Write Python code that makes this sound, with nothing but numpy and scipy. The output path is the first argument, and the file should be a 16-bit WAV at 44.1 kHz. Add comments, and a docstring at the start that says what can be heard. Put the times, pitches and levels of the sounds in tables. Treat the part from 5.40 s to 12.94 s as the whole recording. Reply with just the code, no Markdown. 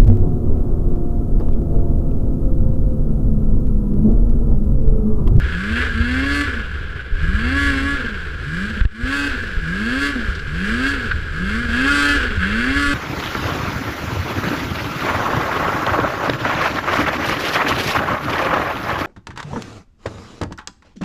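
"""A two-stroke twin snowmobile races over a bumpy snow track, heard from a cased camera on the rider's helmet.
The throttle opens and shuts; firings drone in the pipe and rasp in the engine, track and chassis rattle, and the case
rings near 1.5 kHz, where single harmonics sing out as a whine. Wind and bumps shake the helmet; one hard landing makes the limiter duck."""
import sys
import numpy as np
from scipy import signal
from scipy.fft import rfft, irfft
from scipy.io import wavfile
from scipy.ndimage import uniform_filter1d, minimum_filter1d

SR = 44100
rng = np.random.default_rng(int(sys.argv[2]) if len(sys.argv) > 2 else 0)


def transcribe(u):
    """Save the signal u as a 16-bit wav file named by the first command-line argument.

    u: samples, shape (n,) or (channels, n), limited to [-1, 1]; the rate is SR.
    q: integer samples, one column per channel.
    """
    v = np.clip(np.atleast_2d(u).T, -1, 1)
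    q = np.round(v * 32767).astype(np.int16)
    wavfile.write(sys.argv[1], SR, q)


N = 332500

# wind on the helmet: (s, level dB)
WIND = [(0.0, -23.5), (0.27, -28.5), (0.55, -22.5), (1.01, -27), (1.66, -31), (1.78, -27), (2.25, -24.5), (2.98, -33.5),
        (3.38, -29.5), (3.65, -31.5), (4.35, -30.5), (4.47, -32), (4.74, -35), (4.98, -28), (5.44, -32), (5.67, -25),
        (6.05, -28.5), (7.54, -31.5)]
# bumps that jolt the helmet: (s, size dB, pitch Hz, t60 s)
BUMPS = [(.022, -1.5, 51.3, 0.098), (0.309, -14, 74, 0.45), (.603, -2, 59.7, 0.058), (1.722, 1.5, 25.75, 0.11), (1.828, -1.5, 32, 0.11), (1.884, 3, 42.35, 0.048), (1.944, -6, 57.9, 0.17), (3.411, 15.5, 39.7, 0.048), (3.452, 29.5, 47, 0.029), (3.633, 0, 52.06, 0.064), (4.168, 3, 27.7, 0.07), (4.883, -6.5, 54, 0.14), (5.737, -11, 73.6, 0.18), (6.975, -10, 80, 0.12), (7.47, -9.5, 24.57, 0.16)]
# knocks of skis and suspension: (s, peak dB, t60 s, centre Hz)
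KNOCKS = [(1.591, -12, 0.057, 1460), (2.659, -3.5, 0.067, 1611), (3.405, 0, 0.06, 1554), (3.453, 10, .012, 1850), (4.255, -12, 0.048, 1594), (4.947, -19, 0.06, 3050), (4.991, -17.5, 0.042, 2730), (5.064, -12, 0.052, 1612), (5.089, -13, 0.043, 1496), (5.707, 0, 0.078, 1457), (5.713, -8, 0.038, 1856), (5.883, -14, 0.041, 1546), (7.016, 0.5, 0.2, 1570)]
# low orders of the exhaust: (multiple of the shaft rate, dB)
ORDERS = [(1, -22.5), (2, -0.5), (3, -17.5), (4, -18.5), (5, -28.5), (6, -28.5)]
# resonances of the camera case: (Hz, width Hz, lift dB)
CASE = [(471, 180, 6), (1095, 190, 3), (1449, 291, 15), (1668, 206, 12.5), (2810, 170, 2.5), (3210, 470, 3.5), (4580, 1460, 6), (7820, 1500, 7.5), (10620, 1800, 7)]
# spectra before the case: (Hz, dB)
FIRING = [(150, -57), (400, -43), (600, -26), (850, -22.5), (1050, -16.5), (1300, -11), (2100, -6.5), (3200, -14), (3800, -22.5), (5500, -30.5), (9000, -36.5), (15000, -50)]
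CLATTER = [(60, 10), (160, -18), (280, -8.5), (420, -7.5), (600, -17.5), (880, -20), (1250, -15), (2200, -11), (3600, -19), (6000, -27), (9500, -40.5), (15000, -44.5)]
BUFFET = [(10, -8), (22, -2), (35, -3), (52, -6), (66, -2), (76, 6), (87, -5), (100, -12), (140, -15), (250, -24), (450, -33), (900, -57), (3000, -90)]  # fixed
WHISTLE_HZ, WHISTLE_DB = 10800, -77
TOP_HZ = 14800  # fixed
T = np.arange(N) / SR
BINS = np.maximum(np.fft.rfftfreq(N, 1 / SR), 1)
# pulls on the throttle: (opens s, shuts s, shaft speed at opening Hz, climb Hz per s, top speed Hz, run-down time s, drone dB, rasp dB, treble dB, whine dB)
PULLS = [(.10, .407, 76.21, 158.6, 128.9, 0.66, 0, 1.5, -1, -3.5),
         (.53, 1.04, 108.8, 90.63, 143.9, 0.35, 1.5, -0.5, -1, -0.5),
         (1.79, 2.535, 69.44, 193.1, 141.1, 0.36, 0, -0.5, -1.5, -0.5),
         (3.039, 3.288, 64.22, 178, 115.4, 0.52, 1.5, -0.5, 1, -4),
         (3.52, 3.886, 102.2, 184.1, 141.7, .39, -1.5, -1, 1, -3),
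         (4.22, 4.70, 69.45, 186.4, 142, 0.29, 1, -0.5, 1.5, -0.5),
         (5.06, 5.528, 64.3, 182.6, 140.3, .324, 1.5, 0.5, 1, -2.5),
         (5.93, 6.214, 73.9, 168.5, 122.8, 0.55, 1.5, -1, 1.5, -1.5),
         (6.301, 6.754, 112.4, 159, 143.7, 0.36, 2.5, 3, 1, 0.5),
         (6.98, 7.6, 83.35, 155.4, 142.6, .4, 2.5, 2.5, -0.5, 0.5)]
START_HZ, IDLE_HZ, FULL_HZ = 81, 35, 139.3  # shaft speeds: at first, where a run-down heads, and flat out
OVERRUN_S, THROTTLE_LAG_S = .02, 0.073  # the shaft keeps its speed after a shut; the load takes time to change
BOG_S, BOG_WIDTH_S, BOG_HZ = 2.38, .075, 6  # once the engine bogs briefly under full load
VALVE_HZ, VALVE_SPREAD_HZ = 139.3, 2.5  # shaft speed at which the exhaust valves open
# levels flat out, and what load, shaft speed and open valves add to them
RASP_DB, RASP_LOAD_DB, RASP_DB_PER_HZ = -22, 1.5, 0.13
TREBLE_DB, TREBLE_LOAD_DB, TREBLE_VALVE_DB = -19.5, 1.5, 4.5  # relative to the rasp
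DRONE_DB, DRONE_LOAD_DB, DRONE_VALVE_DB = -22.5, 10.5, -3
DRONE_DB_PER_HZ, COAST_DB_PER_HZ = 0.0838, 0.2
COG_HZ, COG_DB, COG_DB_PER_HZ, SLED_LAG_S, UPSHIFT = 235.4, -36, 0.1, .12, 1.5  # track flat out; its lag and the belt drive's power law
# narrow resonances of pipe and hood: (Hz, width Hz, level of a harmonic on it dB, gain with the head turned dB)
HOOD = [(1117, 97, -37.5, 0), (1287, 57, -37, 12), (1448, 58, -33, 11), (1652, 100, -23.5, -1.5), (2128, 99, -37, 3),
        (2380, 75, -42.5, 0), (2563, 62, -43.5, 8.5), (2855, 140, -44, 3.5), (3145, 80, -44.5, 9), (3405, 110, -47, 3),
        (4020, 140, -46.5, -5), (4300, 90, -48, -10), (4600, 130, -47, 5), (5130, 98, -49, 0), (5720, 90, -66, 2)]
# the rider turns his head into the last bend: (s, share turned 0-1)
HEAD = [(4.6, 0), (5.5, .45), (6.2, 0.51), (6.6, 1), (7.0, 0.54), (7.54, 0.4)]


def undb(db):
    """Decibels to gain."""
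    return 10 ** (np.asarray(db) / 20)


def curves(table):
    """Each column of a table, joined by straight lines in time."""
    s, *columns = np.transpose(table)
    return [np.interp(T, s, c) for c in columns]


def unit(x):
    """Scale to rms 1."""
    return x / np.std(x)


def power(x, span_s=0.048):
    """Running mean square."""
    size = max(int(span_s * SR), 2)
    return uniform_filter1d(uniform_filter1d(x * x, size), size) + 1e-14


def walk(rate):
    """Slow chance with a spread near 1."""
    size = int(SR / rate)
    steps = np.repeat(rng.standard_normal(N // size + 1), size)
    return unit(uniform_filter1d(uniform_filter1d(steps, size), size)[:N])


def colour(x, points):
    """Filter by a spectrum of (Hz, dB) points."""
    hz, db = np.transpose(points)
    return irfft(rfft(x) * undb(np.interp(np.log(BINS), np.log(hz), db)), N)


def band(x, lo, hi):
    """Keep one band, with steep edges."""
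    return irfft(rfft(x) / (1 + (lo / BINS) ** 16) / (1 + (BINS / hi) ** 16), N)  # fixed


def case(x):
    """The closed camera case lifts the sound at its resonances."""
    db = sum(lift * 2 ** -((2 * (BINS - hz) / width) ** 2) for hz, width, lift in CASE)
    return irfft(rfft(x) * undb(db), N)


def clicks(times, sizes):
    """Band-limited pulses that fall between samples."""
    at = times[:, None] * SR
    taps = np.floor(at).astype(int) + np.arange(-7, 9)  # fixed
    shape = np.sinc(taps - at) * np.sinc((taps - at) / 8)  # fixed
    inside = (taps >= 0) & (taps < N)
    return np.bincount(taps[inside], (sizes[:, None] * shape)[inside], N)


def panels(x, t60, ripple=.4):
    """Dense reflections under the hood smear each pulse and ripple its spectrum."""
    response = rfft(rng.standard_normal(N) * undb(-60 * np.minimum(T / t60, 3)))  # fixed
    return unit(irfft(rfft(x) * response * np.abs(response) ** (ripple - 1), N))


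def engine(turns, throttle, jitter_s=.000005, coast_jitter_s=.00008, scatter_db=3.0, coast_scatter_db=3, second_db=-12, gas_db=-14):
    """Two firings a turn, one cylinder louder; they come evenly under load and stumble off throttle."""
    number = np.arange(1, int(2 * turns[-1]))
    times = np.interp(number / 2, turns, T)
    slack = 1 - np.interp(times, T, throttle)
    late, strong = rng.standard_normal((len(number), 2)).T
    sizes = undb(second_db * (number % 2) + (scatter_db + coast_scatter_db * slack) * strong)
    pulses = clicks(times + (jitter_s + coast_jitter_s * slack) * late, sizes)
    # the rider's head moves between two sound paths, so single harmonics swell and fade
    lean = 5 * T + 0.66 * walk(6)
    near, far = (panels(pulses, t60=.075, ripple=.7) for _ in range(2))  # fixed
    ring = np.cos(lean) * near + np.sin(lean) * far
    # a puff of gas hisses after each firing
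    gas = unit(rng.standard_normal(N) * np.exp(-(2 * turns % 1) / 0.48))
    return case(colour(ring / np.sqrt(power(ring)) + undb(gas_db) * gas, FIRING))


def chassis(count=6000, spread_db=0.0, flutter_db=2.0):
    """Track, clutch and skis clatter: dense small impacts over a scraping hiss."""
    when, size = rng.random((count, 2)).T
    impacts = clicks(when * N / SR, undb(-spread_db * np.log(1 - size * .995)))  # fixed
    rattle = panels(impacts - impacts.mean(), t60=0.012, ripple=0.12) + 1.56 * rng.standard_normal(N)
    return case(colour(rattle * undb(flutter_db * walk(45)), CLATTER))


def machine(turns, shaft_hz, throttle, valves, rasp_db, bright_db, coast_db=-1, load_db=10, speed_db=9, ride_db=1):
    """The engine rises over the clatter with load and speed, and the whole grows brighter as the valves open."""
    level_db = RASP_DB + rasp_db + RASP_LOAD_DB * (throttle - 1) + RASP_DB_PER_HZ * (shaft_hz - FULL_HZ) + ride_db * walk(16)
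    treble_db = TREBLE_DB + bright_db + TREBLE_LOAD_DB * (throttle - 1) + TREBLE_VALVE_DB * valves
    motor, clatter = (x / np.std(band(x, 1000, 3500)) for x in (engine(turns, throttle), chassis()))  # fixed
    mix = clatter + motor * undb(coast_db + load_db * throttle + speed_db * np.log2(shaft_hz / FULL_HZ))
    treble = band(mix, 3800, SR)  # fixed
    body_power, treble_power = power(band(mix, 1000, 3500), .03), power(band(mix, 4000, 14000), .03)  # fixed
    return undb(level_db) * ((mix - treble) / np.sqrt(body_power) + undb(treble_db) * treble / np.sqrt(treble_power))


def exhaust(turns, shaft_hz, throttle, valves, trim_db, rough_db=1.35, coast_rough_db=3.5, waver_db=2):
    """The tuned pipe drones at the firing rate, with weak overtones that waver; off throttle it sputters away."""
    tone = sum(undb(db + waver_db * (k != 2) * walk(18)) * np.sin(2 * np.pi * (k * turns + rng.random()))
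               for k, (_, db) in enumerate(ORDERS, 1))
    rough = (rough_db + coast_rough_db * (1 - throttle)) * walk(70)
    loaded_db = DRONE_DB_PER_HZ * (shaft_hz - FULL_HZ) + DRONE_VALVE_DB * valves
    coasting_db = COAST_DB_PER_HZ * (shaft_hz - FULL_HZ) - DRONE_LOAD_DB
    return np.sqrt(2) * tone * undb(DRONE_DB + trim_db + throttle * loaded_db + (1 - throttle) * coasting_db + rough)


def track(shaft_hz, wobble=0.0187, flutter_db=2.0, overtone_db=-12):
    """The cogs of the track hum at the ground speed, which trails the engine as the belt drive shifts up."""
    hz = COG_HZ * (np.interp(T - SLED_LAG_S, T, shaft_hz) / FULL_HZ) ** UPSHIFT
    phase = 2 * np.pi * np.cumsum(hz * (1 + wobble * walk(40))) / SR
    db = COG_DB + COG_DB_PER_HZ * (hz - COG_HZ) + flutter_db * walk(25)
    return (np.sin(phase) + undb(overtone_db) * np.sin(2 * phase)) * undb(db)


def wind(span_s=0.085, wind_db=2, gust_db=1.5):
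    """Gusts buffet the helmet, whose shell booms near 77 Hz."""
    gusts = colour(rng.standard_normal(N), BUFFET)
    return gusts / np.sqrt(power(gusts, span_s)) * undb(curves(WIND)[0] + wind_db + gust_db * walk(10))


def jolts(knock_db=-8):
    """Bumps swing the helmet for a cycle or two; skis and suspension knock through the case."""
    thuds, blows = np.zeros(N), np.zeros(N)
    for s, db, hz, t60 in BUMPS:
        span = np.flatnonzero((T >= s) & (T < s + 2 * t60))
        age = T[span] - s
        # the helmet's padding softens the start of each swing
        thuds[span] += undb(db - 60 * age / t60) * np.sin(2 * np.pi * hz * age) * np.tanh(6 * hz * age) ** 2  # fixed
    shell = case(rng.standard_normal(N))
    for s, db, t60, hz in KNOCKS:
        crack = unit(colour(shell, [(hz / 3, -36), (hz, 0), (hz * 2, -10), (hz * 8, -70)]))  # fixed
        span = np.flatnonzero((T >= s) & (T < s + t60))
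        share = (T[span] - s) / t60
        # snow cushions the contact, so each knock takes a moment to build
        blows[span] += undb(db - 60 * share) * np.tanh(8 * share) * crack[span]  # fixed
    # the microphone does not follow the slowest part of a swing
    thuds = signal.sosfilt(signal.butter(1, 8, "high", fs=SR, output="sos"), thuds)  # fixed
    return thuds + undb(knock_db) * blows


def whistle(wobble_hz=14):
    """A faint thin whistle stands high above the rest."""
    return np.sqrt(2) * undb(WHISTLE_DB) * np.sin(2 * np.pi * np.cumsum(WHISTLE_HZ + wobble_hz * walk(55)) / SR)


def singing(turns, shaft_hz, throttle, whine_db, odd_db=-4, load_db=9, db_per_hz=0.17, flutter_db=3.0, drift=0.4, count=41):
    """Harmonics swell as they sweep through a resonance of pipe or hood, and flutter with the ride."""
    grid = np.arange(0, 7000, 5)  # fixed
    ahead = sum(undb(db) * 2 ** -((2 * (grid - hz) / width) ** 2) for hz, width, db, _ in HOOD)
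    aside = sum(undb(db + turned_db) * 2 ** -((2 * (grid - hz) / width) ** 2) for hz, width, db, turned_db in HOOD)
    turned = np.clip(curves(HEAD)[0], 0, 1)
    flutter, wander = undb(flutter_db * walk(70)), drift * walk(90)
    out = np.zeros(N)
    for k, shift in enumerate(rng.integers(N, size=count), 1):
        gain = (1 - turned) * np.interp(k * shaft_hz, grid, ahead) + turned * np.interp(k * shaft_hz, grid, aside)
        out += undb(odd_db * (k % 2)) * gain * np.roll(flutter, shift) * np.sin(2 * np.pi * k * turns + np.roll(wander, shift))
    return np.sqrt(2) * out * undb(whine_db + load_db * (throttle - 1) + db_per_hz * (shaft_hz - FULL_HZ))


def per_pull():
    """The drone, rasp, treble and whine trims in dB, gliding from one pull to the next."""
    opens, shuts, *columns = np.transpose(PULLS)
    held = np.ravel([opens, shuts], "F")
    return [np.interp(T, held, np.repeat(c, 2)) for c in columns[-4:]]  # fixed


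def shaft(knee_hz=2.5):
    """Each pull winds the engine up evenly until the clutch holds it; then it runs down towards idle."""
    speeds = [START_HZ * (T < PULLS[0][1])]
    for opens, shuts, start_hz, climb, top_hz, run_down_s, *_ in PULLS:
        ends = shuts + OVERRUN_S
        free = start_hz + climb * (np.minimum(T, ends) - opens)
        held = -knee_hz * np.logaddexp(-free / knee_hz, -top_hz / knee_hz)
        speeds.append(IDLE_HZ + (held - IDLE_HZ) * np.exp(-np.maximum(T - ends, 0) / run_down_s))
    bog = BOG_HZ * np.exp(-((T - BOG_S) / BOG_WIDTH_S) ** 2)
    return uniform_filter1d(np.max(speeds, axis=0), size=1300) - bog


def scene(hunt=0.0015):
    """The throttle sets load and shaft speed, which drive engine and track; wind and bumps join them."""
    shaft_hz = shaft() * (1 + hunt * walk(35))
    turns = np.cumsum(shaft_hz) / SR
    held = sum(1. * ((T > opens) & (T < shuts)) for opens, shuts, *_ in PULLS)
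    throttle = uniform_filter1d(held, int(THROTTLE_LAG_S * SR))
    valves = throttle * (1 + np.tanh((shaft_hz - VALVE_HZ) / VALVE_SPREAD_HZ)) / 2
    drone_db, rasp_db, bright_db, whine_db = per_pull()
    sled = (machine(turns, shaft_hz, throttle, valves, rasp_db, bright_db) + singing(turns, shaft_hz, throttle, whine_db)
            + exhaust(turns, shaft_hz, throttle, valves, drone_db) + track(shaft_hz))
    return (sled + wind() + jolts() + whistle())[None]


def record(dry, release_db_per_s=85):
    """A limiter drops the gain at once on overload and lets it climb back slowly; the top is cut."""
    over_db = 20 * np.log10(np.maximum(np.abs(dry[0]) / .72, 1))  # fixed
    cut_db = np.maximum.accumulate(over_db + release_db_per_s * T) - release_db_per_s * T
    ahead_db = uniform_filter1d(minimum_filter1d(-cut_db, size=65), size=65)
    return signal.sosfilt(signal.ellip(8, .2, 70, TOP_HZ, fs=SR, output="sos"), dry * undb(ahead_db))


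dry = scene()
out = record(dry)
transcribe(out)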